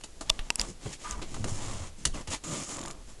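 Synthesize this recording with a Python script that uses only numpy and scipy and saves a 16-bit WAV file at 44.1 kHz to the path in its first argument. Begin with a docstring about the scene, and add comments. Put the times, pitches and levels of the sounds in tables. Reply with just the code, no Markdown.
"""Slippers on carpet, with a hand-held camera

Someone shuffles over carpet in a small room: friction noise from many fibre flicks makes the scuffs,
decaying noise and resonances the slaps, low modes the thuds, and stick-slip the groans and a judder.
Close to the microphone a plastic camera case creaks and clicks in decaying modes, and squeaks in
narrow resonances. Slow rumble from the hand, quiet room noise and a thin whine lie beneath.
"""
import sys
import numpy as np
from scipy import signal
from scipy.fft import rfft, irfft
from scipy.io import wavfile
from scipy.ndimage import uniform_filter1d

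SR = 44100
rng = np.random.default_rng(int(sys.argv[2]) if len(sys.argv) > 2 else 0)


def transcribe(signal):
    """Save signal, clipped to [-1, 1], as a 16-bit WAV file at the path in sys.argv[1]."""
    frames = np.atleast_2d(signal).T
    limited = np.clip(frames, -1, 1)
    pcm = np.round(limited * 32767).astype(np.int16)
    wavfile.write(sys.argv[1], SR, pcm)


N = 141120
T = np.arange(N) / SR

# spectrum of bright friction, treble: frequency_hz, level_db
HISS_COLOUR = [(2500, -18), (4300, -12.5), (5000, -3.5), (6200, -0.5), (7100, 2.5), (7900, -2),
               (9000, -5.5), (10200, -6.5), (11500, -30.5)]
# spectrum of coarse friction, upper middle: frequency_hz, level_db
RASP_COLOUR = [(1200, -18), (1800, -1.5), (2150, -0.5), (2500, -2), (2900, 0), (3500, -1), (4100, -2.5),
               (4600, -4), (6000, -10)]
# spectrum of the fuller friction, lower middle: frequency_hz, level_db
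BODY_COLOUR = [(250, 5), (400, -5), (560, 0.5), (900, -2), (1180, -1), (1500, -9), (2200, -14)]


def from_db(db):
    """Decibels are logarithmic: 20 dB is a factor of ten in amplitude."""
    return 10 ** (np.asarray(db) / 20)


def rms_one(x):
    """Root-mean-square normalisation: scale to unit rms."""
    return x / np.sqrt(np.mean(x ** 2) + 1e-20)


def level(rows):
    """Amplitude envelope: gain over time from (time_s, level_db) points, silent outside them."""
    return from_db(np.interp(T, *np.transpose(rows), left=-np.inf, right=-np.inf))


def coloured(x, points):
    """Spectral shaping through (frequency_hz, level_db) points, with falling skirts; rms 1."""
    hz, db = np.transpose(points)
    f = np.maximum(np.fft.rfftfreq(N, 1 / SR), 1)
    skirts = np.minimum(f / hz[0], 1) ** 2 * np.minimum(hz[-1] / f, 1) ** 2
    colour = from_db(np.interp(np.log(f), np.log(hz), db))
    return rms_one(irfft(rfft(x) * skirts * colour, N))


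def noise(points):
    """Coloured noise: Gaussian noise with a chosen spectrum."""
    return coloured(rng.standard_normal(N), points)


def slow_noise(cutoff_hz):
    """Low-pass noise: a random wander slower than the cutoff; rms 1."""
    low_pass = signal.butter(2, cutoff_hz, fs=SR, output="sos")
    return rms_one(signal.sosfilt(low_pass, rng.standard_normal(N)))


def steadied(x, span_s):
    """Amplitude levelling: divide by the running rms to even out the chance swells of a noise."""
    running_power = uniform_filter1d(x ** 2, max(int(span_s * SR), 2))
    return x / np.sqrt(running_power + 0.0011)


def blow(start, rise, decay):
    """Impact envelope: a quick linear rise and an exponential fall."""
    age = np.maximum(T - start, 0)
    fall = np.exp(-np.minimum(np.maximum(age - rise, 0) / decay, 50))
    return np.minimum(age / rise, 1) * fall


def ring(age, hz, t60):
    """Damped free vibration: a struck mode falls 60 dB in t60 seconds."""
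    return np.sin(2 * np.pi * hz * age) * np.exp(-np.log(1000) * age / t60)


def resonant(rings):
    """Forced resonance: noise excites narrow (centre_hz, width_hz, level_db) resonances."""
    rub = rng.standard_normal(N)
    tones = 0
    for hz, width, db in rings:
        peak = signal.iirpeak(hz, hz / width, fs=SR)
        tones = tones + from_db(db) * rms_one(signal.lfilter(*peak, rub))
    return steadied(rms_one(tones), 0.06)


def background():
    """Stationary sound: coloured room noise and the pure tones of the camera's electronics."""
    # quiet room noise: frequency_hz, level_db
    floor_colour = [(40, 0.5), (100, -0.5), (200, -5), (400, -6), (1000, -15), (2000, -17.5), (4000, -18),
                    (7200, -16), (10300, -23.5), (11500, -30)]
    # thin electronic whine: frequency_hz, level_db
    whine_tones = [(10714, -72), (10796, -83), (11254, -84), (11336, -96.5)]
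    floor_db = -55
    whine = sum(from_db(db) * rms_one(np.sin(2 * np.pi * hz * T)) for hz, db in whine_tones)
    return from_db(floor_db) * noise(floor_colour) + whine


def handling():
    """Low-frequency motion: rumble as the camera sways, and bumps as damped slow swings."""
    # the camera sways in the hand: time_s, level_db
    sway_level = [(0, -52), (.25, -44), (.5, -48.5), (.85, -47), (1.02, -51), (1.13, -36.5), (1.3, -38.5),
                  (1.5, -32), (1.8, -39), (1.94, -44.5), (2.04, -45.5), (2.12, -31), (2.22, -44),
                  (2.65, -55), (2.9, -44.5), (3.2, -46)]
    # spectrum of the rumble: frequency_hz, level_db
    rumble_colour = [(10, 1), (18, -3), (30, -9), (50, -14), (80, -22.5), (160, -37)]
    # the hand bumps the camera: start_s, level_db, pitch_hz, decay_s
    bump_rows = [(.303, -21.5, 28.2, 0.014), (0.392, -25.5, 23.5, 0.048), (.596, -30.5, 36, 0.036)]
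    bumps = 0
    for start, db, hz, decay in bump_rows:
        swing = np.sin(2 * np.pi * hz * (T - start))
        bumps = bumps + from_db(db) * blow(start, 0.0028, decay) * swing
    sway = from_db(np.interp(T, *np.transpose(sway_level)))
    return bumps + sway * steadied(noise(rumble_colour), 0.073)


def squeak():
    """Frictional excitation: a finger rubs narrow resonances, and the pitch sags as the rub slows."""
    # loudness of the rub: time_s, level_db
    squeak_level = [(1.026, -83), (1.05, -38), (1.072, -39), (1.083, -45.5), (1.145, -43), (1.17, -55.5),
                    (1.195, -48), (1.215, -72)]
    # resonances at the middle of the rub: centre_hz, width_hz, level_db
    squeak_rings = [(1199, 28, -5), (1007, 20, -8), (1420, 230, -15)]
    fall_per_s = 0.24  # share of the middle pitch lost each second
    middle = (squeak_level[0][0] + squeak_level[-1][0]) / 2
    # reading the tone along a slowing clock lowers its pitch
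    sagging = T - fall_per_s * (T - middle) ** 2 / 2
    tone = np.interp(sagging, T, resonant(squeak_rings))
    return level(squeak_level) * steadied(tone, 0.0113)


def snap(start, rings, t60, case_db, cut_hz):
    """Impulsive release: a slip cracks, rings its own part (pitch_hz, level_db) and the case modes."""
    # modes of the case, before a small random spread in level: pitch_hz, level_db, t60_s
    case_modes = [(947, -12.5, 0.031), (1190, -17.5, 0.022), (2000, -19, .012), (2690, -3, 0.0097),
                  (3720, -33, 0.0045), (4780, -2, 0.0042), (5650, -2, .007), (7100, -8, 0.0077),
                  (7820, -12.5, 0.013), (9840, -9, 0.0029), (10200, -40, 0.014)]
    ring_db, crack_db, crack_decay_s = 1, -4, 0.00067
    age = np.arange(SR // 20) / SR
    case = 0
    for k, (hz, db, mode_t60) in enumerate(case_modes):
        gain = (-1) ** k * from_db(db + rng.normal(0, 1))
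        case = case + gain * ring(age, hz, mode_t60)
    crack = from_db(crack_db) * rng.standard_normal(len(age)) * np.exp(-age / crack_decay_s)
    high_pass = signal.butter(1, min(cut_hz, SR / 3), "high", fs=SR, output="sos")
    shell = signal.sosfilt(high_pass, case + crack)
    part = sum(from_db(ring_db + db) * ring(age, hz, t60) for hz, db in rings)
    out = np.zeros(N)
    first = int(start * SR)
    out[first:first + len(age)] = from_db(case_db) * shell + part
    return out


def camera_case():
    """Stick-slip and modal ringing: the grip makes the case creak, ending in a knock, then click."""
    # quick run of slips in the creak: start_s, level_db
    creak_slips = [(.2952, -26.5), (.2967, -18), (.2984, -16), (.3001, -9)]
    # single clicks: start_s, level_db, ring_hz, ring_t60_s, second_ring_hz, second_ring_db (relative),
    # case_db (relative), low_cut_hz
    click_rows = [(0.5035, -8.5, 2710, 0.01, 5190, -15, -4, 600),
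                  (0.557, -18.5, 7800, 0.0059, 9900, 1, -4.5, 4000),
                  (.5963, -10.5, 4970, 0.008, 2850, -13, -9, 1980),
                  (0.6141, -15.5, 7100, 0.007, 3400, -5.5, 0, 3000),
                  (1.1106, -22, 6670, 0.0066, 7400, -2.5, -7, 6140)]
    creak_hz, creak_t60_s, creak_case_db = 3570, 0.0088, -1
    knock_db, knock_hz, knock_t60_s = -28, 637, 0.045
    creak = 0
    for start, db in creak_slips:
        slip = snap(start, [(creak_hz, 0)], creak_t60_s, creak_case_db, cut_hz=890)
        creak = creak + from_db(db) * slip
    knock_age = np.maximum(T - creak_slips[-1][0], 0)
    knock = from_db(knock_db) * ring(knock_age, knock_hz, knock_t60_s)
    clicks = 0
    for start, db, hz, t60, second_hz, second_db, case_db, cut_hz in click_rows:
        click = snap(start, [(hz, 0), (second_hz, second_db)], t60, case_db, cut_hz)
        clicks = clicks + from_db(db) * click
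    return creak + knock + clicks


def drag_and_chirp():
    """Forced resonance: the drag rings in narrow bands; once the sole squeaks with falling pitch."""
    # faint rough squeak of the sole: time_s, level_db, pitch_hz
    chirp_path = [(2.125, -64, 3140), (2.137, -56, 3000), (2.158, -50, 2590), (2.172, -50, 2160),
                  (2.185, -54, 1950), (2.20, -66, 1920)]
    # loudness of the ringing during the drag: time_s, level_db
    drag_level = [(2.43, -76), (2.443, -44), (2.48, -42.5), (2.56, -44.5), (2.66, -51), (2.70, -47),
                  (2.78, -49), (2.915, -49), (2.935, -61)]
    # low resonances, and a bright one of the microphone opening near 7 kHz (two rows):
    # centre_hz, width_hz, level_db
    drag_rings = [(307, 37, -3), (572, 13, -4), (1200, 63, -2.5), (6920, 260, -3), (7100, 240, -1.5)]
    time_s, db, hz = np.transpose(chirp_path)
    carrier = np.sin(2 * np.pi * np.cumsum(np.interp(T, time_s, hz)) / SR)
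    chirp = rms_one(slow_noise(120) * carrier)  # random amplitude roughens the tone
    return level(drag_level) * resonant(drag_rings) + level(np.c_[time_s, db]) * chirp


def groans(count=4):
    """Stick-slip oscillation: short, unsteady harmonic tones that sink as the foot slows."""
    # a sole grips and slides: start_s, length_s, level_db, first_pitch_hz, last_pitch_hz
    groan_rows = [(.665, 0.076, -45, 240, 164), (1.362, 0.12, -34.5, 112, 102),
                  (2.455, 0.123, -36, 178, 127.2)]
    jitter, jitter_hz = 0.049, 50  # rms share of the pitch; cutoff of its wander
    step_db = -10.5  # from each harmonic to the next
    out = np.zeros(N)
    for start, length, db, first_hz, last_hz in groan_rows:
        along = np.clip((T - start) / length, 0, 1)
        glide_hz = first_hz + (last_hz - first_hz) * along
        phase = 2 * np.pi * np.cumsum(glide_hz * (1 + jitter * slow_noise(jitter_hz))) / SR
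        tone = sum(from_db(db + step_db * k) * np.sin((k + 1) * phase) for k in range(count))
        out += np.sin(np.pi * along) * tone
    return out


def thuds():
    """Low-mode impact: weight makes the floor boom under the carpet, one mode in a dull puff."""
    # weight comes down: start_s, level_db, pitch_hz, decay_s, boom_db (relative to the puff)
    thud_rows = [(.851, -31.5, 199, 0.022, -8), (1.365, -37.5, 106.7, .03, 2.5),
                 (1.396, -37.5, 108, 0.058, 6), (1.444, -34.5, 230, 0.028, -3.5),
                 (1.51, -37, 101, 0.026, 8), (1.602, -45.5, 108.5, 0.025, 7.5),
                 (1.664, -39.5, 106, 0.029, 7), (1.738, -44.5, 97, 0.027, 7.5),
                 (1.795, -41.5, 84.7, .04, 8), (2.052, -30, 103.7, 0.027, -5), (2.277, -37, 90, 0.017, 4)]
    # spectrum of the puff: multiple of the pitch (no unit), level_db
    thud_colour = [(.3, 9), (.7, 0), (1.2, 1.5), (2, -4.5), (4, -14), (9, -24.5)]
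    rise_s = 0.013
    out = np.zeros(N)
    for start, db, hz, decay, boom_db in thud_rows:
        puff = steadied(noise([(hz * k, colour_db) for k, colour_db in thud_colour]), 0.0167)
        boom = from_db(boom_db) * np.sin(2 * np.pi * hz * (T - start))
        out += from_db(db) * blow(start, rise_s, decay) * (puff + boom)
    return out


def judder(count=7):
    """Periodic stick-slip: the drag ends in regular slips, each with a bright catch; the last is late."""
    start_s, period_s, last_late_s, catch_delay_s = 2.7615, .0226, .006, .0062
    slip_db, catch_db, rasp_db = -36.5, -36, -44
    slip_decay_s, catch_decay_s = 0.0044, 0.0026
    starts = start_s + period_s * np.arange(count)
    starts[-1] += last_late_s
    slips = sum(blow(s, 0.00033, slip_decay_s) for s in starts)
    catches = sum(blow(s + catch_delay_s, 0.001, catch_decay_s) for s in starts)
    slip_sound = from_db(slip_db) * slips * steadied(noise(BODY_COLOUR), 0.0063)
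    catch_sound = from_db(catch_db) * catches * noise(HISS_COLOUR)
    rasp_sound = from_db(rasp_db) * (slips + catches) * noise(RASP_COLOUR)
    return slip_sound + catch_sound + rasp_sound


def slaps():
    """Broadband impact: short bright smacks of noise and resonance, with a tail from the room."""
    # slipper slaps and taps: start_s, level_db, decay_s, body_db (relative), rasp_db (relative)
    slap_rows = [(0.01, -48.5, .003, -3, -2), (.036, -40, 0.0064, -9, -1), (0.041, -41, 0.0044, -4, -10),
                 (0.209, -36.5, 0.011, 1.5, -9), (0.391, -45, 0.0036, 7.5, 12.5),
                 (.605, -35.5, 0.0055, -11, -3.5), (1.342, -39.5, 0.0072, 2.5, -3),
                 (1.363, -57.5, 0.0073, 17, 0), (1.4421, -31.5, 0.0043, 0, -4),
                 (2.052, -17.5, 0.005, -14, -5), (2.273, -41.5, 0.018, 0, -1.5)]
    # resonances that form the rasp: centre_hz, width_hz, level_db
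    slap_rings = [(1380, 73, -12), (1950, 380, 2.5), (2850, 250, 6.5), (3400, 390, -1), (3880, 50, -5),
                  (4780, 120, -10)]
    # spectrum of the hiss: frequency_hz, level_db
    slap_colour = [(2500, -25), (4300, -1.5), (5600, -3.5), (6400, 1), (7300, 1.5), (8100, -3.5),
                   (9000, -3.5), (10000, -3), (11500, -31.5)]
    attack_s, tail_db, tail_decay_s = 0.0012, -22.5, 0.031
    hiss = noise(slap_colour)
    body = steadied(noise(BODY_COLOUR), 0.0077)
    rasp = steadied(resonant(slap_rings), 0.015)
    out = np.zeros(N)
    for start, db, decay, body_db, rasp_db in slap_rows:
        tail = from_db(tail_db) * blow(start, 0.0022, tail_decay_s)
        shape = np.hypot(blow(start, attack_s, decay), tail)  # powers add
        out += from_db(db) * shape * (hiss + from_db(body_db) * body + from_db(rasp_db) * rasp)
    return out


def friction(colour):
    """Shot noise: countless fibres flick free at random, with uneven strength."""
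    fibres_per_s, spread_db = 9000, 3
    flicks = (rng.random(N) < fibres_per_s / SR) * rng.choice([-1, 1], N)
    strength = from_db(spread_db * np.minimum(rng.exponential(1, N), 5))
    return coloured(flicks * strength, colour)


def scuffs():
    """Modulated friction: strokes swell, fade and let go; an irregular flutter roughens the loudness."""
    # a sole or cloth brushes along: start_s, length_s, swell_s, fade_db,
    # hiss_db, body_db, bass_db, rasp_db
    scuff_rows = [(0.237, 0.32, 0.038, 6, -58.5, -53.5, -57, -57.5),
                  (0.576, 0.081, .015, 4.5, -44, -42.5, -49, -50),
                  (0.66, 0.043, 0.035, 0, -47.5, -57, -43, -55.5),
                  (0.796, .13, 0.064, 4, -48.5, -50.5, -49.5, -51),
                  (0.917, 0.024, 0.016, 0.5, -47, -67, -72, -47.5),
                  (0.98, .15, 0.058, -2.5, -48.5, -54, -54, -51.5),
                  (1.147, 0.053, 0.0077, -2.5, -59.5, -51.5, -47.5, -65),
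                  (1.214, 0.02, 0.0036, 2, -50, -45, -41.5, -44.5),
                  (1.239, 0.23, 0.085, 3.5, -52, -56, -47, -55.5),
                  (1.464, 0.099, .022, 5, -43, -46.5, -48, -50.5),
                  (1.539, 0.34, 0.091, 7, -44.5, -43.5, -47.5, -48),
                  (1.97, 0.1, .025, 4, -54.5, -63, -50.5, -61),
                  (2.133, 0.082, 0.015, 6, -46.5, -42.5, -42.5, -49.5),
                  (2.296, 0.051, 0.022, 0, -37.5, -40.5, -46.5, -39),
                  (2.436, 0.011, 0.0027, 1, -42, -47.5, -45, -48.5),
                  (2.443, .19, 0.09, 3.5, -40.5, -43, -41, -45.5),
                  (2.616, 0.065, 0.011, -3.5, -50.5, -64, -81, -60.5),
                  (2.684, 0.068, 0.0082, 1.5, -42.5, -46.5, -48.5, -49),
                  (2.753, .16, .02, 2.5, -59.5, -48.5, -45.5, -71),
                  (2.93, 0.094, 0.013, 6.5, -84, -56, -57, -70),
                  (3.062, 0.08, .035, 11, -54.5, -56, -68, -59.5)]
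    # spectrum of the deep friction: frequency_hz, level_db
    bass_colour = [(50, -3), (95, -2), (160, 0), (220, -1.5), (310, -2), (420, -6), (700, -18)]
    release_s, swell_power = 0.015, 0.9
    flutter_hz, flutter_db = 90, 1  # cutoff and rms depth of the flutter
    bass = steadied(friction(bass_colour), 0.052)
    parts = np.array([friction(HISS_COLOUR), friction(BODY_COLOUR), bass, friction(RASP_COLOUR)])
    out = np.zeros(N)
    for start, length, swell, fade_db, *part_db in scuff_rows:
        age = np.maximum(T - start, 0)
        rise = np.minimum(age / swell, 1) ** swell_power
        fade = from_db(-fade_db * np.clip((age - swell) / max(length - swell, 1e-3), 0, 1))
        release = np.exp(-np.maximum(age - length, 0) / release_s)
        out += rise * fade * release * (from_db(part_db) @ parts)
    return out * rms_one(from_db(flutter_db * slow_noise(flutter_hz)))


def room(x):
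    """Early reflection: delayed copies from near surfaces interfere and colour the sound."""
    # reflections from floor, cupboard and walls: delay_s, level_db
    echo_rows = [(.00095, -26), (.0034, -23.5), (.0059, -19), (.0093, -19), (0.0139, -17.5), (0.02, -16.5)]
    return x + sum(from_db(db) * np.pad(x, (int(delay * SR), 0))[:N] for delay, db in echo_rows)


def scene():
    """Superposition: the quiet room, the camera in the hand and the feet add linearly."""
    hand = camera_case() + squeak() + handling()
    feet = room(scuffs() + slaps() + judder()) + thuds() + groans() + drag_and_chirp()
    return (feet + hand + background())[None]


def record(dry):
    """Band limiting: a steep elliptic low-pass in the recorder removes the top treble."""
    cutoff_hz = 11700
    return signal.sosfilt(signal.ellip(10, .3, 80, cutoff_hz, fs=SR, output="sos"), dry)


dry = scene()
out = record(dry)
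transcribe(out)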